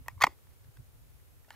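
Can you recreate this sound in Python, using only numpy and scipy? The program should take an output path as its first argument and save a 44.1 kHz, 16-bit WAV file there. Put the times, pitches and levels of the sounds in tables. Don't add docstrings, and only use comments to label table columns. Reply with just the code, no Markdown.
import sys
import numpy as np
from scipy import signal
from scipy.fft import rfft, irfft, next_fast_len
from scipy.io import wavfile
from scipy.ndimage import uniform_filter1d, map_coordinates

SR = 44100
rng = np.random.default_rng(int(sys.argv[2]) if len(sys.argv) > 2 else 0)


def transcribe(signal):
    frames = np.atleast_2d(signal).T
    limited = np.clip(frames, -1, 1)
    pcm = np.round(limited * 32767).astype(np.int16)
    wavfile.write(sys.argv[1], SR, pcm)


def invert_db(x):
    u = np.asarray(x, float) / 20
    return 10 ** u


N = 68355

# (time [s], peak [dB], low mode [Hz], second mode re low [dB], hold [s])
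PANEL_FLEXES = [(.0600, -57, 943, -1, .003), (.0660, -61.5, 950, -21, .013),
                (.1780, -53.5, 1050, -12.5, .003), (.1925, -55.5, 1080, -11.5, .004),
                (.2105, -23.5, 1130, -20, .003), (0.2149, -22, 1194, -8.5, .005),
                (.2250, -25, 4700, -31, .002), (0.2368, -23.5, 980, 10, 0.0023),
                (0.2372, -23, 538, -20.5, 0.0056), (0.2235, -34.5, 1030, 5.5, .005),
                (.2465, -34.5, 1059, 8, .002), (.2400, -4.5, 963, -9, .0023),
                (.2685, -18.5, 1030, -11, .002), (.2720, -32, 1022, -1, .002),
                (.7672, -69, 763, 11.5, .004), (1.4822, -52.5, 640, -14.5, .001)]
# (time [s], level [dB], free ring [s], bare crack [dB])
NAIL_SNAPS = [
    (.0828, 7.5, 0.0054, -40),
    (1.5053, -7, 0.0073, -38.5),
]
# (frequency [Hz], width [Hz], level [dB])
SNAP_GRIP_MODES = [
    [(640, 300, -16), (950, 68, 0), (1130, 90, -5.5), (1880, 51, 3), (2530, 120, -12), (3335, 125, -24),
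     (5550, 270, -21.5), (7380, 220, -23), (8600, 900, -33), (10600, 800, -28), (12200, 700, -29.5),
     (13500, 1000, -28)],
    [(624, 150, -10.5), (900, 96, 1), (1200, 200, -15.5), (1463, 90, -2), (1770, 67, 1), (2170, 124, -5),
     (2770, 130, -8), (3080, 165, -6), (4850, 300, -13), (5850, 300, -22), (7200, 500, -21),
     (11500, 2920, -40)],
]
# (time [s], length [s], level [dB], tilt [dB/octave], tuning of gripped tin [ratio])
RIM_STROKES = [(.059, 0.031, -66, -2.5, 0.55), (.088, 0.039, -65, -1.5, 1.06),
               (.203, 0.0043, -45, -1, 0.92), (.2075, 0.0067, -39.5, 2, 0.89),
               (.2148, 0.0096, -29, 0.5, 0.92), (0.219, 0.01, -26.5, 1.5, 1.01),
               (.2285, 0.0033, -39.5, 4, 0.84), (.2355, 0.0091, -18, -1.5, .99),
               (.2440, .006, -31.5, 0, 1.2), (.2490, .015, -44, -2.5, .95), (0.2662, .006, -38.5, 1.5, 1.1),
               (.2710, .012, -47.5, -18, .99), (.274, 0.074, -66.5, 1, 1.01), (.385, .006, -75.5, 4, 0.6),
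               (.467, .006, -68.5, 0, .87), (.50, .03, -76, 2, 0.96), (.640, 0.0118, -71.5, 0, 0.87),
               (.7690, 0.0058, -62.5, 3, 0.79), (1.197, 0.0066, -72.5, 1.5, .85),
               (1.443, .01, -70.5, 1, 0.91), (1.484, .018, -68.5, 3.5, 0.8), (1.507, .09, -64.5, 1, 0.88),
               (1.528, 0.0013, -60, 4, 2.1)]
# (frequency [Hz], width [Hz], level [dB])
TIN_MODES = [(523, 250, -11.5), (1020, 263, 0), (2066, 190, 2.5), (2600, 190, -6.5), (3370, 180, -7),
             (4700, 404, -11), (6500, 490, -15.5), (7800, 500, -23), (10600, 900, -26.5),
             (12415, 1200, -25), (14960, 1500, -27.5)]
# (time [s], peak [dB], frequency [Hz])
HAND_PUSHES = [
    (.0005, -48.5, 120),
    (.165, -47, 90),
    (0.2414, -39, 260),
    (.241, -42.5, 159.6),
    (0.268, -41, 291.1),
    (0.276, -42.5, 378),
    (0.292, -53, 333),
    (.325, -60, 350),
    (.792, -45.5, 115),
    (0.798, -61, 300.3),
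]
# (frequency [Hz], T60 [s])
WOOD_T60 = [(200, 0.61), (600, .25), (1500, 0.12), (4000, .18), (12000, .2)]
# (time [s], rumble level [dB])
BREEZE_LEVEL = [(0.0, -43), (0.038, -59), (0.184, -52), (0.198, -59.5), (0.236, -51), (0.426, -75.5),
                (0.456, -58), (0.578, -66), (0.694, -55.5), (0.728, -70.5), (0.806, -50), (0.858, -67),
                (0.892, -61), (1.208, -60.5), (1.242, -68), (1.324, -60), (1.466, -69), (1.55, -66)]
# (frequency [Hz], density [dB/Hz])
RUMBLE_SPECTRUM = [(12, -46.5), (20, -16), (67, -2), (102, -3.5), (137, -10), (155, -17.5), (205, -31.5),
                   (260, -22), (340, -53.5), (570, -120)]
# (frequency [Hz], density [dB/Hz])
HISS_MID_SPECTRUM = [(120, -37.5), (200, -6), (509, -4), (647, -8), (821, -9), (1210, -11), (5130, -18.5),
                     (14100, -12.5), (16000, -18)]
# (frequency [Hz], density [dB/Hz])
HISS_SIDE_SPECTRUM = [(120, -46), (200, -8.5), (263, -4.5), (347, -4.5), (986, -8), (7400, -18.5),
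                      (8200, -30), (16000, -31)]

QUENCH_T60_S = .009


def unit(x):
    return x / np.sqrt(np.mean(x ** 2) + 1e-20)


def along(points, hz):
    f, v = np.transpose(points)
    return np.interp(np.log(hz + 1), np.log(f + 1), v)


def filtered(x, response):
    m = next_fast_len(x.shape[-1] + 8192)
    spectrum = rfft(x, m) * response(np.fft.rfftfreq(m, 1 / SR))
    return irfft(spectrum, m)[..., :x.shape[-1]]


def resonant(x, modes, tilt_db=0):
    def response(f):
        total = 0
        for k, (hz, width_hz, db) in enumerate(modes):
            gain = (-1) ** k * invert_db(db + tilt_db * np.log2(hz / 1e3))
            damping = 1j * f * width_hz
            total = total + gain * damping / (hz * hz - f * f + damping)
        return total
    return filtered(x, response)


def noise(spectrum):
    return unit(filtered(rng.standard_normal(N), lambda hz: invert_db(along(spectrum, hz))))


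def wobble(rate_hz):
    knots = rng.standard_normal(int(N * rate_hz / SR) + 4)
    return map_coordinates(knots, [np.arange(N) * rate_hz / SR])


def add(track, time_s, x):
    part = track[round(time_s * SR):][:len(x)]
    part += x[:len(part)]


def flexes():
    mode_ratio, rise_share = 2.05, .35
    linger_db, linger_t60_s = -32, .04
    out, t = np.zeros(N), np.arange(SR // 10) / SR
    for time_s, db, hz, second_db, hold_s in PANEL_FLEXES:
        after = np.maximum(t - hold_s, 0)
        swell = 1 - np.exp(-t / (rise_share * hold_s))
        decay = invert_db(-60 * after / QUENCH_T60_S) + invert_db(linger_db - 60 * after / linger_t60_s)
        low = np.sin(2 * np.pi * hz * t)
        second = invert_db(second_db) * np.sin(2 * np.pi * mode_ratio * hz * t)
        add(out, time_s, invert_db(db) * swell * decay * (low + second))
    return out


def snaps():
    residue_db, crack_t60_s = -13.5, 0.0042
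    out, t = np.zeros(N), np.arange(SR // 20) / SR
    for (time_s, db, free_s, crack_db), modes in zip(NAIL_SNAPS, SNAP_GRIP_MODES):
        after = np.maximum(t - free_s, 0)
        ring = resonant(t == 0, modes) * (invert_db(-60 * after / QUENCH_T60_S) + invert_db(residue_db))
        crack = invert_db(crack_db - 60 * t / crack_t60_s) * rng.standard_normal(len(t))
        add(out, time_s, invert_db(db) * (ring + crack))
    return out


def slips():
    rate_hz, scatter_db = 9000, 3
    out, t = np.zeros(N), np.arange(SR // 10) / SR
    for time_s, length_s, db, tilt_db, tuning in RIM_STROKES:
        chance, sign, size = rng.random((3, len(t)))
        grit = (chance < rate_hz / SR) * np.sign(sign - .5) * invert_db(-scatter_db * np.log(size + 0.03))
        rise = t / min(.3 * length_s, .003)
        fall = (length_s - t) / (.6 * length_s)
        grit = grit * np.clip(np.minimum(rise, fall), 0, 1)
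        ring = resonant(grit, np.array(TIN_MODES) * [tuning, 1, 1], tilt_db)
        add(out, time_s, invert_db(db) * ring * np.sqrt(length_s * SR / (np.sum(ring ** 2) + 1e-20)))
    return out


def pushes():
    cycles = 1.5
    out, t = np.zeros(N), np.arange(SR // 10) / SR
    for time_s, db, hz in HAND_PUSHES:
        u = t * hz / cycles
        swell = np.e * 2 * u * np.exp(-2 * u)
        add(out, time_s, invert_db(db) * swell * np.sin(2 * np.pi * hz * t))
    return out


def wood(x):
    hz, t, z = signal.stft(rng.standard_normal((2, SR // 3)), SR, nperseg=256)
    decay = invert_db(-60 * t / along(WOOD_T60, hz)[:, None])
    tail = signal.istft(z * decay, SR, nperseg=256)[1]
    tail = tail / np.linalg.norm(tail[0])
    delayed = np.pad(x, (130, 0))[None]
    return signal.fftconvolve(delayed, tail, axes=1)[:, :N]


def gust():
    lumps_db, steady = 2, int(.07 * SR)
    x = invert_db(lumps_db * wobble(44)) * noise(RUMBLE_SPECTRUM)
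    power = uniform_filter1d(uniform_filter1d(x * x, size=steady), size=steady)
    return unit(x / np.sqrt(np.abs(power) + .05))


def breeze():
    side_db, side_swing = 2.5, 0.34
    time_s, db = np.transpose(BREEZE_LEVEL)
    mid_db = np.interp(np.arange(N) / SR, time_s, db)
    mid = gust() * invert_db(mid_db)
    side = gust() * invert_db(db.mean() + side_swing * (mid_db - db.mean()) + side_db)
    return np.array([mid + side, mid - side])


def hiss():
    mid = invert_db(-68) * noise(HISS_MID_SPECTRUM)
    side = invert_db(-71.5) * noise(HISS_SIDE_SPECTRUM)
    return np.array([mid + side, mid - side])


def scene():
    pan_db, wide_db, wood_db = 0.13, 0, -27.5
    tin = flexes() + slips() + snaps()
    direct = (tin + pushes()) * invert_db([[pan_db], [-pan_db]])
    apart = invert_db(wide_db) * filtered(tin, lambda hz: 1j * (hz + 900) / (hz + 9000)) * [[1], [-1]]
    tail = invert_db(wood_db) * wood(filtered(tin, lambda hz: 1 + 1j * hz / 5000))
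    return direct + apart + tail + breeze() + hiss()


def band_limit(x):
    return signal.sosfilt(signal.butter(12, 16690, fs=SR, output="sos"), x)


def record(dry):
    top_hz, shelf_hz, shelf_db = 16500, 15800, -22

    def below(hz, edge_hz):
        return np.clip((edge_hz - hz) / 300 + .5, 0, 1)

    def band(hz):
        return below(hz, top_hz) * invert_db(shelf_db * (1 - below(hz, shelf_hz)))
    return band_limit(filtered(dry, band))


dry = scene()
out = record(dry)
transcribe(out)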